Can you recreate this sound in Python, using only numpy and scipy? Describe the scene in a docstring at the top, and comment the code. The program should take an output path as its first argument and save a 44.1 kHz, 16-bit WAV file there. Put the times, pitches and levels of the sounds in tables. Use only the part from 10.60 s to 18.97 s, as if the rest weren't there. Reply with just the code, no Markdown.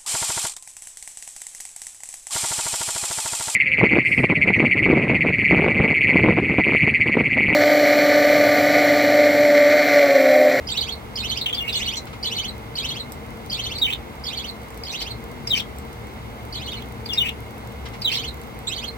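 """Budgerigars feeding in a yard

One bird repeats a quick four-loop warble; others cut in with loud falling chirps and raspy squeaks.
Each call is a gliding whistle from the bird's voice organ, echoed by the yard's walls. Beaks crack seed
husks and nibble greens, feet and wings scuff the ground, and a far machine hums under the town's rumble."""
import sys
import numpy as np
from scipy import signal
from scipy.fft import rfft, irfft, next_fast_len
from scipy.io import wavfile

SR = 44100
rng = np.random.default_rng(int(sys.argv[2]) if len(sys.argv) > 2 else 0)


def to_wav(sig):
    """Store sig (one row per channel, or 1-D mono) as 16-bit WAV at the path in sys.argv[1].

    Samples outside -1..1 are clipped; the rate is SR.
    """
    pcm = np.clip(np.atleast_2d(sig), -1, 1) * 32767
    pcm = np.round(pcm).astype(np.int16)
    wavfile.write(sys.argv[1], SR, pcm.T)  # frames by channels


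N = 369116

# How two kinds of call pass through the throat. Each row: overtone in Hz, dB relative to the main tone.
WARBLE_OVERTONES = [(4400, 9), (5200, -10.5), (6200, -10), (7500, -21), (9000, -22), (10800, -32),
                    (13000, -19.5), (16000, -36)]
CHIRP_OVERTONES = [(4400, -22), (6000, -27), (7500, -26), (9200, -29), (11000, -38), (13000, -32),
                   (14300, -18), (16000, -18)]
# The bright sound of a snapping husk. Each row: frequency in Hz, relative level in dB.
HUSK_SPECTRUM = [(1500, -22), (4000, -7), (7500, -3), (10500, -6), (13000, -2), (15500, 0)]


def warbler():
    """One bird, a little farther off, repeats a phrase of high pips between rising scoops."""
    # Each row: start in seconds within the phrase, first and last pitch in Hz, level in dB.
    notes = [(0, 4750, 5300, -1.5), (.017, 3150, 3050, -2), (.031, 4400, 4300, 4), (.043, 3450, 4200, 1),
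             (.067, 2430, 4050, 0), (.123, 2230, 2250, -1), (.139, 4450, 3750, 2), (.155, 3000, 3900, 0),
             (.185, 2200, 3800, -2), (.238, 2200, 2220, -4), (.253, 4300, 3900, -2)]
    # Each row: start in seconds, level in dB, left minus right in dB, pitch ratio, length ratio,
    # seconds left silent at the start.
    repeats = [(.069, -30, -4.5, 1.02, 1, 0), (.555, -29, -3.5, 1.015, 1.005, 0),
               (1.125, -28, -1.5, .98, .96, 0), (1.626, -29, -2, .98, 1, 0),
               (2.153, -30, -2.5, .96, .96, 0), (2.896, -30, -2, .99, 1.01, 0),
               (3.636, -32, -4, 1.01, .97, 0), (4.250, -33, -4.5, 1, 1, 0), (5.924, -36, -3, .98, .96, 0),
               (7.437, -30, -4, .98, .94, .042), (8.026, -31.5, -6, 1.026, .98, .045)]
    out = np.zeros((2, N))
    shape = phrase(notes, length_s=.277, first_rasp=.25, last_rasp=.2, weak_db_per_hz=.016)
    for start, db, pan_db, pitch, stretch, skip_s in repeats:
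        song = syrinx(shape, WARBLE_OVERTONES, pitch, stretch, skip_s, jitter=.26, breath_db=-7)
        heard = yard(song, tail_db=-6, wall_db=-10, wall_s=.010, right_lag_s=.00039)
        add(out, from_db(db) * heard, start, pan_db)
    return out


def chirps():
    """Loud calls that step down in pitch, then turn up and grow hoarse."""
    # Each row: start in seconds within the call, first and last pitch in Hz, level in dB.
    notes = [(.004, 3850, 3400, 0), (.029, 3080, 2980, -2.5), (.056, 2300, 3100, -7),
             (.108, 3200, 3450, -8)]
    # Each row: start in seconds, level in dB, left minus right in dB, pitch ratio, length ratio.
    events = [(.972, -26, 1.5, .92, 1.11), (1.122, -28, -4, .95, 1.2), (3.214, -18, -2.5, .99, 1.01),
              (4.903, -18, 3, 1.01, 0.85), (6.112, -35, -4, .96, .95), (6.489, -29, 6, .92, .95),
              (6.574, -18, 2.5, .975, 1), (7.444, -19.5, -3, 1.02, 0.95)]
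    shape = phrase(notes, length_s=.129, first_rasp=.07, last_rasp=.85, weak_db_per_hz=.005)
    return calls(events, shape, CHIRP_OVERTONES, jitter=.22, breath_db=-12, tail_db=-9)


def short_calls():
    """One-note calls: falling peeps, rising yips, high squeaks and breathy rasps."""
    # Each row: seconds into the call, pitch in Hz, level in dB, rasp from 0 (clear) to 1 (hoarse).
    peep = [(0, 3552, -4, 0.66), (.007, 3270, 7.5, 0.17), (.018, 3100, -17.5, .25),
            (0.035, 3053, -10, 0.97)]
    yip = [(0, 3400, -10, .3), (.004, 3530, -5, .1), (.022, 3770, -4, .1), (.034, 3940, -8, .24)]
    squeak = [(0, 6490, -35, 1), (.006, 4870, -2, 0.36), (0.017, 4650, -23, .6), (0.031, 4120, -22, 1)]
    rasp = [(0, 4495, 0, 0.67), (.010, 5600, -5, 0.75), (0.023, 5400, -2.5, 1), (.045, 4850, -1, 0.75)]
    # Each row: start in seconds, level in dB, left minus right in dB, pitch ratio, length ratio.
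    peeps = [(.172, -29, -4, 1.18, 1.1), (.772, -33, -8, 1.5, 0.54), (.810, -33, 0, 1.18, 1.11),
             (.858, -23, -1, 0.94, 1.17), (.895, -35, -1, 1.02, 0.61), (.926, -27.5, -0.5, 1, 1.3),
             (1.076, -29.5, -7.5, .84, 0.88)]
    yips = [(.112, -35, -4, 1.02, .8), (8.068, -31.5, -6, 1, 1)]
    squeaks = [(.935, -26.5, -0.5, .95, 2.1), (1.079, -23, -1, 0.8, 2.5), (3.176, -25.5, -0.5, 0.96, 1.5),
               (4.232, -24.5, 0, 1, 0.75), (4.868, -19, -0.5, 1.08, 1.1), (6.452, -30, 0, .92, 1.3),
               (6.530, -18, 0, 1.06, 1), (7.412, -23, -1, 0.98, 1.27)]
    rasps = [(1.160, -33.5, -1, 1.37, 1.1), (1.355, -33.5, -1, 1.22, 0.64), (4.315, -32.5, 0, 1.05, 0.56),
             (4.400, -32.5, 0, 0.92, 0.75), (4.948, -28.5, 1, .98, 0.91), (7.515, -28, -1, 0.92, 1.2)]
    # The throat in a yip. Each row: overtone in Hz, dB relative to the main tone.
    yip_overtones = [(6000, -9), (7500, 3), (9000, -20), (11000, -24), (16000, -26)]
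    return (calls(peeps, peep, CHIRP_OVERTONES, jitter=.24, breath_db=-9, tail_db=-5)
            + calls(yips, yip, yip_overtones, jitter=.097, breath_db=-8)
            + calls(squeaks, squeak, WARBLE_OVERTONES, jitter=.18, breath_db=-2.5)
            + calls(rasps, rasp, WARBLE_OVERTONES, jitter=.2, breath_db=-6))


def calls(events, shape, throat, jitter, breath_db, tail_db=-8):
    """One kind of call from nearby birds, each at its own pitch and pace."""
    out = np.zeros((2, N))
    for start, db, pan_db, pitch, stretch in events:
        call = syrinx(shape, throat, pitch, stretch, jitter=jitter, breath_db=breath_db)
        heard = yard(call, tail_db, wall_db=-15, right_lag_s=.0005)
        add(out, from_db(db) * heard, start, pan_db)
    return out


def phrase(notes, length_s, first_rasp, last_rasp, weak_db_per_hz, leap_s=.003, full_voice_hz=3000):
    """Join notes into one call shape: each swells, holds its pitch, then bends away. 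Low ones are weak."""
    # The rasp changes between these two fractions of the call's length.
    rasp_turn = [.33, .68]
    ends = [note[0] for note in notes[1:]] + [length_s]
    progress = np.linspace(0, 1, 17)
    shape = []
    for (start, from_hz, to_hz, db), end in zip(notes, ends):
        times = start + progress * (end - start - leap_s)
        hz = from_hz + (to_hz - from_hz) * progress ** 2
        edge_db = 7 * np.abs(2 * progress - 1) ** 3   # a flat top with weaker ends
        thin_db = weak_db_per_hz * np.maximum(full_voice_hz - hz, 0)
        rasp = np.interp(times / length_s, rasp_turn, [first_rasp, last_rasp])
        shape.extend(zip(times, hz, db - edge_db - thin_db, rasp))
    return shape


def syrinx(shape, throat, pitch, stretch, skip_s=0, *, jitter, breath_db):
    """The bird's voice organ whistles; rasp shakes its pitch and strength and lets air through."""
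    # The open beak favours some pitches. Each row: frequency in Hz, boost in dB.
    beak_boost = [(2200, -0.5), (2900, 1.5), (3600, 1.5), (4300, 1.5), (5300, 1)]
    # The hiss of that air. Each row: frequency in Hz, relative level in dB.
    breath_spectrum = [(1200, -16), (2300, 11), (3500, 6), (5200, -6), (6300, -4), (7500, 1), (10500, -7.5),
                       (14500, -2), (16500, -53)]
    flutter, drift, blur = .53, .01254, .34   # random sway of strength, pitch and overtone phase
    times, *columns = np.transpose(shape)
    t = np.arange(int(times[-1] * stretch * SR)) / SR
    hz, db, rasp = [np.interp(t / stretch, np.sort(times), column) for column in columns]
    db = db + at_hz(beak_boost, hz * pitch)
    hz = hz * pitch * (1 + drift * wobble(t, 88.1) + jitter * rasp * np.tanh(wobble(t, 1400)))
    phase = 2 * np.pi * np.cumsum(hz) / SR
    tone = np.sin(phase)
    for k in range(2, 7):
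        overtone = np.sin(k * phase + blur * (k - 1) * wobble(t, 1100))
        tone += (k * hz < SR / 2) * from_db(at_hz(throat, k * hz)) * overtone
    strength = (1 + flutter * rasp * wobble(t, 700)) / np.hypot(1, flutter * rasp)
    accent = from_db(2.2 * np.minimum(rasp / .15, 1) * wobble(t, 110))
    air = from_db(breath_db) * rasp * coloured(breath_spectrum, len(t))
    fade = np.clip(np.minimum(t - skip_s, t[-1] - t) / .002, 0, 1)
    return fade * accent * from_db(db) * (np.sqrt(2) * tone * strength + air)


def husk_cracks(gain_db=-8, decay_s=.0012):
    """Beaks snap seed husks: bursts of noise that die almost at once."""
    # Each row: start in seconds, relative level in dB.
    cracks = [(0.866, -23), (2.521, -15.5), (2.862, -25), (3.6007, -38), (4.0322, -28), (4.1046, -24),
              (4.175, -21), (5.1856, -20), (5.3294, -25), (5.47, -27), (6.98, -29), (7.8153, -23.5),
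              (7.9897, -24)]
    out = np.zeros((2, N))
    t = np.arange(512) / SR
    for start, db in cracks:
        snap = from_db(db + gain_db) * coloured(HUSK_SPECTRUM, len(t)) * np.exp(-t / decay_s)
        add(out, yard(snap, tail_db=-6, wall_db=-16), start, pan_db=rng.normal(0, 3))
    return out


def nibbling(level_db=-59, grains_per_s=70, spread_db=12.5, decay_s=.0012):
    """Many beaks tug at the greens: a fine crackle that comes in flurries."""
    sizes = from_db(spread_db * np.minimum(rng.exponential(1, N), 3))
    busy = from_db(3.9 * wobble(np.arange(N) / SR, 6.8))
    clicks = sizes * (rng.random(N) < busy * grains_per_s / SR)
    grains = signal.lfilter([1], [1, -np.exp(-1 / (decay_s * SR))], clicks + 1e-18)   # each click fades
    crackle = np.array([grains * coloured(HUSK_SPECTRUM, N) for side in range(2)])
    return from_db(level_db) * rms_one(crackle)


def scuffs():
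    """Feet and wings brush the ground in short, soft swishes."""
    # Each row: start in seconds, level in dB, length in seconds.
    events = [(.852, -47, 0.022), (1.465, -41, 0.013), (1.523, -41.5, 0.02), (7.248, -37.5, 0.025),
              (7.327, -41.5, 0.025)]
    # Each row: frequency in Hz, relative level in dB.
    swish_spectrum = [(300, -14), (1200, 3), (2700, 5), (5000, -4), (9000, -15.5), (16000, -27)]
    out = np.zeros((2, N))
    for start, db, length_s in events:
        size = int(length_s * SR)
        swish = from_db(db) * np.hanning(size) * coloured(swish_spectrum, size)
        add(out, yard(swish, tail_db=.5, wall_db=-11), start)
    return out


def town(town_db=-38.5, bass_hz=400):
    """Distant rumble and a machine's hum, made of narrow, wavering bands of noise."""
    # The town's noise. Each row: frequency in Hz, relative level in dB.
    town_spectrum = [(18, -48), (32, -25), (48, -2), (75, -10), (170, -12.5), (280, -10), (550, -13),
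                     (950, -12.5), (1600, -20.5), (2200, -25), (3200, -25.5), (6000, -36), (10500, -38.5),
                     (16000, -36.5)]
    # The machine. Each row: centre in Hz, half-width in Hz, level in dB.
    hum_bands = [(67.9, 11.8, -41.5), (114.4, 7.9, -44), (140.3, 10, -47.5), (220.3, 31, -45),
                 (460.7, 20, -47.5), (770, 13, -57.5), (2110, 120, -50.5)]
    # The bass swells and sinks. Each row: time in seconds, change in dB.
    bass_swell = [(0, -.3), (2.8, -.3), (3.2, 1.6), (3.7, -1.8), (4.3, -2.4), (4.75, 1.6), (5.7, -.7),
                  (6.2, .6), (8.37, -.4)]
    # Each row: frequency in Hz, how alike left and right are from 0 to 1.
    likeness = [(60, 1), (130, 0.84), (290, 0.51), (640, 0.66), (1400, 0.16), (3100, 0.74), (7000, 0.13),
                (15000, 0.1)]
    # Each row: frequency in Hz, left minus right in dB.
    lean = [(60, -0.5), (130, 2), (290, 5.5), (640, 0.5), (1410, -2), (3100, 0), (6820, -2), (15000, 1.5)]
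    # Each row: frequency in Hz, how far the left wave runs ahead in radians.
    left_lead = [(300, 0), (780, 1.1), (1300, 2.5), (2000, 5.5), (4650, 12), (8000, 24), (15000, 40)]
    size = next_fast_len(N, real=True)
    hz = np.fft.rfftfreq(size, 1 / SR)
    bands = [(town_db, from_db(at_hz(town_spectrum, hz)))]
    bands += [(db, 1 / (1 + ((hz - centre) / width) ** 2)) for centre, width, db in hum_bands]
    gain = np.sqrt(sum((from_db(db) * rms_one(band)) ** 2 for db, band in bands))
    common, opposed = rfft(rng.standard_normal((2, size)))
    alike = np.clip(at_hz(likeness, hz), 0, .99)
    sides = np.array([[1], [-1]])
    noise = (np.sqrt(1 + alike) * common + np.sqrt(1 - alike) * opposed * sides) / np.sqrt(2)
    noise *= gain * from_db(sides * at_hz(lean, hz) / 2)
    noise *= np.exp(.5j * sides * at_hz(left_lead, hz))
    bass = 1 / (1 + (hz / bass_hz) ** 4)
    times, swell_db = np.transpose(bass_swell)
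    swell = from_db(np.interp(np.arange(N) / SR, times, swell_db))
    return swell * irfft(noise * bass, size)[:, :N] + irfft(noise * (1 - bass), size)[:, :N]


def yard(dry, tail_db, wall_db, wall_s=.0179, right_lag_s=.00023, ring_s=.115):
    """Sound reaches the left side first; the wall throws it back, then scattered echoes die away."""
    t = np.arange(SR // 3) / SR
    scatter = rng.standard_normal((2, len(t))) * (t > .002)
    soften = signal.butter(1, 8000, fs=SR, output="sos")
    tail = signal.sosfilt(soften, scatter * from_db(-60 * t / ring_s))
    wall = rng.standard_normal((2, len(t))) * np.exp(-((t - wall_s) / .009) ** 2)
    echoes = sum(from_db(db) * echo / np.linalg.norm(echo, axis=1, keepdims=True)
                 for db, echo in [(tail_db, tail), (wall_db, wall)])
    echoes[0, 0] += 1   # the direct sound
    echoes[1, round(right_lag_s * SR)] += 1
    return signal.fftconvolve(dry[None], echoes, axes=1)


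def from_db(db):
    """Turn decibels into a gain."""
    return 10 ** (np.asarray(db) / 20)


def rms_one(x):
    """Scale to an average power of one."""
    return x / np.sqrt(np.mean(x ** 2) + 1e-20)


def at_hz(points, hz):
    """Read between a table's rows on a log-frequency axis."""
    known_hz, values = np.transpose(points)
    return np.interp(np.log(np.maximum(hz, 1)), np.log(known_hz), values)


def coloured(spectrum, size):
    """Noise with the given spectrum."""
    padded = next_fast_len(size, real=True)
    gain = from_db(at_hz(spectrum, np.fft.rfftfreq(padded, 1 / SR)))
    return rms_one(irfft(rfft(rng.standard_normal(padded)) * gain, padded)[:size])


def wobble(t, per_s):
    """Glide to a new random value per_s times a second."""
    knots = rng.standard_normal(1024)
    return np.interp(t * per_s, np.arange(len(knots)), knots)


def add(out, sound, start_s, pan_db=0):
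    """Mix in a stereo sound; a positive pan_db leans it left."""
    i = max(0, round(start_s * SR))
    part = sound[:, :max(0, N - i)]
    out[:, i:i + part.shape[1]] += from_db([[pan_db / 2], [-pan_db / 2]]) * part


def scene():
    """Calls and feeding sounds over the town."""
    flock = chirps() + short_calls() + warbler()
    return flock + husk_cracks() + nibbling() + scuffs() + town()


def record(dry, bass_cut_hz=29, treble_cut_hz=16000):
    """The deepest bass rolls off; the top is cut steeply."""
    thinned = signal.sosfilt(signal.butter(4, bass_cut_hz, "high", fs=SR, output="sos"), dry)
    return signal.sosfilt(signal.ellip(10, .1, 80, treble_cut_hz, fs=SR, output="sos"), thinned)


dry = scene()
out = record(dry)
to_wav(out)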